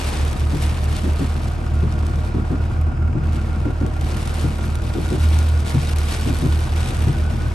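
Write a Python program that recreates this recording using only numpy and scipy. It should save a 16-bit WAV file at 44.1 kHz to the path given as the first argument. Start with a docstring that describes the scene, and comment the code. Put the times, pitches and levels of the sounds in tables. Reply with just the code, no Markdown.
"""Front seat of a car creeping through a night storm, a stereo microphone close behind the windscreen.
From the start the engine booms just above idle, beating with buffets of wind, while gusts throw rain
at glass and roof and the wipers thud at each turn. A faint, throbbing belt whine rises by 2 s.
Near 3 s the rain lulls over the rumble of wind and tyres and a thin whistle of air.
From 4 s it builds again in sheets and heavy drops, and the wipers land their hardest blows."""
import sys
import numpy as np
from scipy import signal
from scipy.fft import rfft, irfft
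from scipy.io import wavfile

SR = 44100
rng = np.random.default_rng(int(sys.argv[2]) if len(sys.argv) > 2 else 0)


def wav_record(signal):
    """Record a signal, one row per channel, as 16-bit PCM in the file named by sys.argv[1]."""
    frames = np.transpose(np.atleast_2d(signal))
    bounded = np.clip(frames, -1, 1)
    # unit amplitude maps onto the largest positive 16-bit level
    quanta = np.round(bounded * 32767).astype(np.int16)
    wavfile.write(sys.argv[1], SR, quanta)


N = 332514
TIME = np.arange(N) / SR

# The body shell. Each row: time in seconds, base level of its rumble in dB, of rain on the roof in dB.
SHELL_LEVELS = [(0, -31, -37.5), (.2, -27, -36), (.45, -28.5, -39.5), (1.7, -27, -38.5), (3, -27, -37.5),
                (4.2, -27, -39.5), (5.2, -28.5, -40.5), (6.1, -28.5, -40.5), (7.54, -27, -38)]
# Tone colours from the front seat. Each row: frequency in Hz, relative spectral level in dB.
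RUMBLE_SPECTRUM = [(20, -40), (35, -47), (55, 3), (75, -1), (95, -3.5), (130, 4), (175, -9.5), (225, -3.5),
                   (275, -15), (330, -7.5), (420, -23), (800, -30.5), (3000, -74), (12000, -90)]
WHISTLE_SPECTRUM = [(4700, -50), (4920, -2), (5050, 0), (5200, -12), (5400, -50)]
ROOF_SPECTRUM = [(100, -10), (250, -0.5), (500, 0.5), (900, -2.5), (1500, -7), (2400, -14.5), (4000, -19.5),
                 (11000, -38), (12400, -62)]
GLASS_SPECTRUM = [(200, 11.5), (600, 3), (1200, 4), (1800, 2), (2500, 5), (3700, 2), (4700, -1.5),
                  (5700, -1), (6800, -6), (8200, -4), (10700, -2), (11600, -6.5), (12400, -24),
                  (13200, -46)]
RUBBER_SPECTRUM = [(100, -37), (170, -3), (250, -1), (340, -3), (420, -11), (600, -21), (1200, -29),
                   (4000, -80)]
VALVE_SPECTRUM = [(150, -15), (350, -5), (520, -8.5), (750, 1), (900, -12), (1100, -9.5), (1400, -7.5),
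                  (1800, -16.5), (2600, -15), (3500, -29), (7000, -31), (11600, -36), (12400, -62)]
# The slow swell of rain on the glass. Each row: time in seconds, relative strength in dB.
STORM_SWELL = [(0, -36.5), (.17, -40), (.35, -45.5), (1.1, -44.5), (1.8, -53), (2.1, -50.5), (2.7, -57),
               (3.08, -73.5), (3.28, -53.5), (3.96, -53.5), (4.1, -43), (4.85, -48), (5.35, -41),
               (5.58, -45), (6.15, -40.5), (6.65, -43.5), (7.05, -45.5), (7.54, -50)]
# Sheets of rain. Each row: start in seconds, length in seconds, dB above the swell (negative is a gap).
RAIN_SHEETS = [(0.558, 0.23, 5.5), (0.894, 0.174, 5), (1.196, 0.092, 5), (3.312, 0.09, 4), (4.336, 0.16, 4),
               (5.643, 0.16, 5), (5.812, 0.14, 3), (5.935, 0.03, -11.5), (6.075, 0.12, 5),
               (6.748, 0.21, 5.5), (6.937, 0.21, 3)]
# Heavy drops on the windscreen. Each row: time in seconds, relative peak in dB.
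HEAVY_DROPS = [(0.3304, -21.5), (0.5493, -21), (0.842, -21), (1.924, -27), (2.067, -23.5), (2.158, -27),
               (2.813, -31), (3.8645, -25.5), (4.0116, -23.5), (4.17, -21), (4.7548, -19.5), (5.3043, -25),
               (5.3886, -17.5), (5.8316, -24), (5.9612, -21), (5.9852, -16), (7.0234, -18)]
# Ringing of windscreen and cowl. Each row: frequency in Hz, relative level in dB, seconds to fall 60 dB.
COWL_MODES = [(125.1, 7.5, 0.17), (148.8, 3, 0.27), (242, -27, 0.084)]
# Wiper cycles, from the top. Each row: start in seconds, dB added to the thuds, dB added to the judder.
WIPER_CYCLES = [(0.529, -1.5, 0.5), (1.823, -2, 0), (3.144, -1, 1), (4.44, -2.5, 1), (5.74, 4.5, 2),
                (7.065, 2.5, 0.5)]
# The blades flip at the top, land at the bottom and set off again.
# Each row: share of the cycle, base thud peak in dB, base judder level in dB, judder length in seconds.
WIPER_TURNS = [(0, -14.5, -24.5, 0.032), (0.392, -26.5, -24.5, 0.071), (0.513, -17.5, -23.5, 0.066)]
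# The belt's whine. Each row: time in seconds, centre pitch in Hz, relative level in dB.
BELT_WHINE = [(0, 1417, -62), (1.2, 1426, -44), (2.1, 1415, -37.5), (4.2, 1398, -39), (5.3, 1426, -39),
              (6.1, 1456, -39), (7.54, 1485, -36.5)]
# Wind buffets. Each row: start in seconds, length in seconds, offset from the boom in Hz, relative dB.
WIND_BUFFETS = [(0.021, 0.675, -4.5, -20.5), (0.612, 0.54, -4, -24), (1.705, 0.19, -2, -21.5),
                (2.611, 0.723, 4.5, -20), (5.172, 0.406, 0.5, -17), (5.94, 0.17, -2, -22.5),
                (6.446, 0.16, 1, -22), (6.57, 0.775, 4.5, -23)]
# Engine speed. Each row: time in seconds, firing rate in Hz.
FIRING_RATE = [(0, 38.3), (1, 38.4), (3.1, 38.2), (4.4, 38.45), (5.2, 38.8), (5.8, 38.5), (6.1, 38),
               (7.54, 38)]
# The throb at the firing rate. Each row: time in seconds, relative level in dB.
THROB_LEVEL = [(0.1, -30), (3.0, -28.5), (5.22, -30.5), (5.59, -36), (5.91, -30), (7.45, -28.5)]
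# Resonances of the engine bay. Each row: centre in Hz, width in Hz, boost in dB.
BAY_RESONANCES = [(483, 55, 9), (613.7, 19, 10), (747, 62, 2), (955, 75, 11), (1119, 39, 9.5),
                  (1245, 15, 10.5), (1570, 140, 5), (2200, 38, 6)]
# How alike the cabin sounds at the two microphones. Each row: frequency in Hz, likeness from 0 to 1.
MIC_LIKENESS = [(60, 0.93), (140, 0.9), (300, 0.83), (550, 0.23), (1100, 0.27), (1700, 0.045), (2500, 0.46),
                (4000, 0.72), (6500, 0.51), (8500, 0.87), (10000, 1)]
# Balance of the pair. Each row: frequency in Hz, left minus right in dB.
MIC_BALANCE = [(80, -1), (160, 4), (260, -1.5), (420, 2.5), (1100, -1), (1800, -2), (2900, 1.5), (4700, 3),
               (7700, 2), (9000, 0)]
# Phase between the microphone ports. Each row: frequency in Hz, lead of the left in radians.
MIC_PHASE_LEAD = [(1800, 0), (2800, .7), (7500, .75), (8600, 0), (9400, -1.4), (10250, -np.pi),
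                  (11100, -4.7), (12100, -2 * np.pi)]


def from_db(db):
    """Decibels to gain."""
    return 10 ** (np.asarray(db) / 20)


def unit(x):
    """Scales to rms 1."""
    return x / np.sqrt(np.mean(x ** 2) + 1e-20)


def follow(rows, column=1):
    """One column of a timed table, at every sample."""
    rows = np.asarray(rows)
    return np.interp(TIME, rows[:, 0], rows[:, column])


def across(points, hz):
    """Reads a spectrum on a log-frequency axis."""
    point_hz, value = np.transpose(points)
    return np.interp(np.log(hz + 1), np.log(point_hz), value)


def drift(rate_hz):
    """Slow random wander of rms 1."""
    hz = np.fft.rfftfreq(N, 1 / SR)
    return unit(irfft(rfft(rng.standard_normal(N)) * (hz > 0) / (1 + (hz / rate_hz) ** 4), N))


def add(mix, start_s, sound):
    """Mixes a stereo sound in at its start time."""
    part = mix[:, max(round(start_s * SR), 0):][:, :sound.shape[1]]
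    part += sound[:, :part.shape[1]]


def cabin(pair, spectrum, resonances=()):
    """Colours two unrelated signals and blends them as the cabin does at the two microphones; rms 1."""
    size = pair.shape[1]
    hz = np.fft.rfftfreq(size, 1 / SR)
    peaks_db = sum(db / (1 + (2 * (hz - centre) / width) ** 2) for centre, width, db in resonances)
    common, apart = rfft(pair) * from_db(across(spectrum, hz) + peaks_db)
    likeness = np.clip(across(MIC_LIKENESS, hz), 0, 1)
    mid, side = common * np.sqrt(1 + likeness), apart * np.sqrt(1 - likeness)
    return unit(irfft([mid + side, mid - side], size))


def shell_rumble():
    """All around, wind and wet tyres shake the body shell, with a thin, steady whistle of air."""
    shake_db = follow(SHELL_LEVELS) + 1.46 * drift(rate_hz=9.8)
    shake = from_db(shake_db) * cabin(rng.standard_normal((2, N)), RUMBLE_SPECTRUM)
    whistle = from_db(-66) * cabin(rng.standard_normal((2, N)), WHISTLE_SPECTRUM)
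    return shake + whistle


def gusts():
    """Strength of the rain in dB: the slow swell of the storm, single sheets and random flurries."""
    skew = 0.57  # below 1, a sheet arrives faster than it drains
    sheets_db = sum(db * np.sin(np.pi * np.clip((TIME - start_s) / length_s, 0, 1) ** skew)
                    for start_s, length_s, db in RAIN_SHEETS)
    return follow(STORM_SWELL) + sheets_db + 0.94 * drift(rate_hz=14)


def tap(crack_s, echo_db, echo_s, ring_db):
    """One drop: a sharp crack, short reflections off the dashboard, and a ping of the spot it hits."""
    t = np.arange(2048) / SR
    fade = np.exp(-t / crack_s) + from_db(echo_db) * np.exp(-t / echo_s)
    burst = unit(fade * rng.standard_normal((2, len(t))))
    ping_hz = 1800 * 5 ** rng.random()
    ping = unit(np.exp(-t / 0.0055) * np.sin(2 * np.pi * (ping_hz * t + rng.random((2, 1)))))
    return unit(burst + from_db(ring_db) * ping)


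def shower(per_s, spread_db, spots=32, **tap_shape):
    """Drops of random size land on many spots, each with a tap of its own."""
    lands = rng.random(N) < per_s / SR
    sizes = lands * from_db(spread_db * np.minimum(rng.exponential(1, N), 4.5))
    spot = rng.integers(0, spots, N)
    return sum(signal.oaconvolve((sizes * (spot == k))[None], tap(**tap_shape), axes=1)[:, :N]
               for k in range(spots))


def rain():
    """Gusts bring more, louder, brighter drops to the glass ahead; overhead the lined roof drums dully."""
    gust_db = gusts()
    surge_db = gust_db - np.mean(gust_db)
    density = from_db(.5 * surge_db)
    patter = shower(1100 * density, spread_db=3.4, crack_s=.0005, echo_db=-7, echo_s=.006, ring_db=-12)
    # hard hits close by: fewer, shorter and brighter; they fade first in a lull
    hits = shower(170 * density, spread_db=4, crack_s=.0005, echo_db=-13, echo_s=.005, ring_db=-18)
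    ticks = unit(np.gradient(hits, axis=1)) * from_db(-9.5 + 0.55 * np.minimum(surge_db, 3))
    glass = cabin((unit(patter) + ticks) / np.sqrt(density), GLASS_SPECTRUM) * from_db(gust_db + 5.5)
    drumming = shower(1400, spread_db=2.5, crack_s=.0024, echo_db=-8.5, echo_s=.011, ring_db=-9)
    roof_db = follow(SHELL_LEVELS, column=2) + 0.52 * surge_db
    return glass + cabin(drumming, ROOF_SPECTRUM) * from_db(roof_db)


def splats():
    """Single heavy drops strike the glass near the microphones and stand out of the patter."""
    out, lead_samples = np.zeros((2, N)), 128
    for start_s, peak_db in HEAVY_DROPS:
        hit = tap(crack_s=.0007, echo_db=-12, echo_s=.004, ring_db=-16)
        hit = hit + np.diff(hit, prepend=0)  # a close hit keeps its treble
        drop = cabin(np.pad(hit, ((0, 0), (lead_samples, 0))), GLASS_SPECTRUM)
        add(out, start_s - lead_samples / SR, from_db(peak_db + 1.5) * drop / abs(drop).max())
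    return out


def wipers():
    """An arm's length away, three times a cycle, the arms thud on the glass and the rubber judders."""
    out, t = np.zeros((2, N)), np.arange(SR // 4) / SR
    rings = sum(from_db(db - 60 * t / t60) * np.sin(2 * np.pi * hz * t) for hz, db, t60 in COWL_MODES)
    thud = rings * (1 - np.exp(-t / 0.008)) ** 2  # the rubber cushions the blow
    thud /= abs(thud).max()
    periods = np.diff([start_s for start_s, *_ in WIPER_CYCLES])
    for (start_s, weight_db, grip_db), period in zip(WIPER_CYCLES, [*periods, periods[-1]]):
        for share, thud_db, judder_db, length_s in WIPER_TURNS:
            press = np.minimum(t / 0.0054, 1) * np.exp(-np.maximum(t - 0.67 * length_s, 0) / 0.022)
            rubber = cabin(rng.standard_normal((2, len(t))), RUBBER_SPECTRUM)
            judder = unit(press * rubber) * np.sqrt(np.mean(press ** 2))
            blow = from_db(thud_db + weight_db) * thud + from_db(judder_db + grip_db) * judder
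            add(out, start_s + share * period, blow)
    return out


def belt_whine(firing_angle):
    """Up front the belt swells once an engine cycle, sliding upward, and every firing shakes its pitch."""
    cycle_angle = firing_angle / 6
    singing = np.clip(.9 - np.cos(cycle_angle), .25, 1)
    pitch_hz = follow(BELT_WHINE) - 12 * np.sin(cycle_angle) + 34 * np.cos(firing_angle)
    jitter_hz = 10 * np.array([drift(rate_hz=53.3) for _ in range(2)])  # one for each microphone
    tone = np.cos(2 * np.pi * np.cumsum(pitch_hz + jitter_hz, axis=1) / SR)
    return from_db(follow(BELT_WHINE, column=2) - 2) * singing * tone


def wind_buffets(boom_angle):
    """Wind buffets the cabin into low hums that start in step with the boom, then beat with it and sag."""
    attack_s, release_s, sag_db_per_s = 0.081, 0.063, 6
    out = np.zeros(N)
    for start_s, length_s, offset_hz, db in WIND_BUFFETS:
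        age = np.maximum(TIME - start_s, 0)
        swell = np.minimum(age / attack_s, 1) * np.clip(1 - (age - length_s) / release_s, 0, 1)
        hum = np.cos(boom_angle + 2 * np.pi * offset_hz * age)
        out += swell * from_db(db - sag_db_per_s * age) * hum
    return out


def engine():
    """Six cylinders beyond the dashboard: pressure pulses fill the cabin, valves clatter, a belt sings."""
    firing_angle = 2 * np.pi * np.cumsum(follow(FIRING_RATE)) / SR
    throb = from_db(follow(THROB_LEVEL) + 0.9) * np.cos(firing_angle)
    boom = from_db(-22.5 + 1.84 * drift(rate_hz=6)) * np.cos(2 * firing_angle)
    drone = from_db(-34 + 0.78 * drift(rate_hz=2.4)) * np.cos(3 * firing_angle)
    pulses = -np.sqrt(2) * (throb + boom + wind_buffets(2 * firing_angle) + drone)
    # the two cylinder banks alternate, so the clatter also beats at half orders
    beat = 1 + sum(depth * np.cos(order * firing_angle)
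                   for order, depth in [(.5, .17), (1, .25), (1.5, .11), (2, .12)])
    clatter = from_db(-38) * beat * cabin(rng.standard_normal((2, N)), VALVE_SPECTRUM, BAY_RESONANCES)
    return pulses + clatter + belt_whine(firing_angle)


def scene():
    """Everything heard from the front seat."""
    return rain() + splats() + engine() + shell_rumble() + wipers()


def record(dry):
    """Two microphone ports of slightly different resonance, then a band limit at 13 kHz."""
    hz = np.fft.rfftfreq(N, 1 / SR)
    tilt = from_db(across(MIC_BALANCE, hz) / 2)
    left_lead = np.exp(1j * across(MIC_PHASE_LEAD, hz))
    ports = irfft(rfft(dry) * [tilt * left_lead, 1 / tilt], N)
    lowpass = signal.firwin(255, 13000, window=("kaiser", 9), fs=SR)
    return signal.oaconvolve(ports, lowpass[None], "same")


dry = scene()
out = record(dry)
wav_record(out)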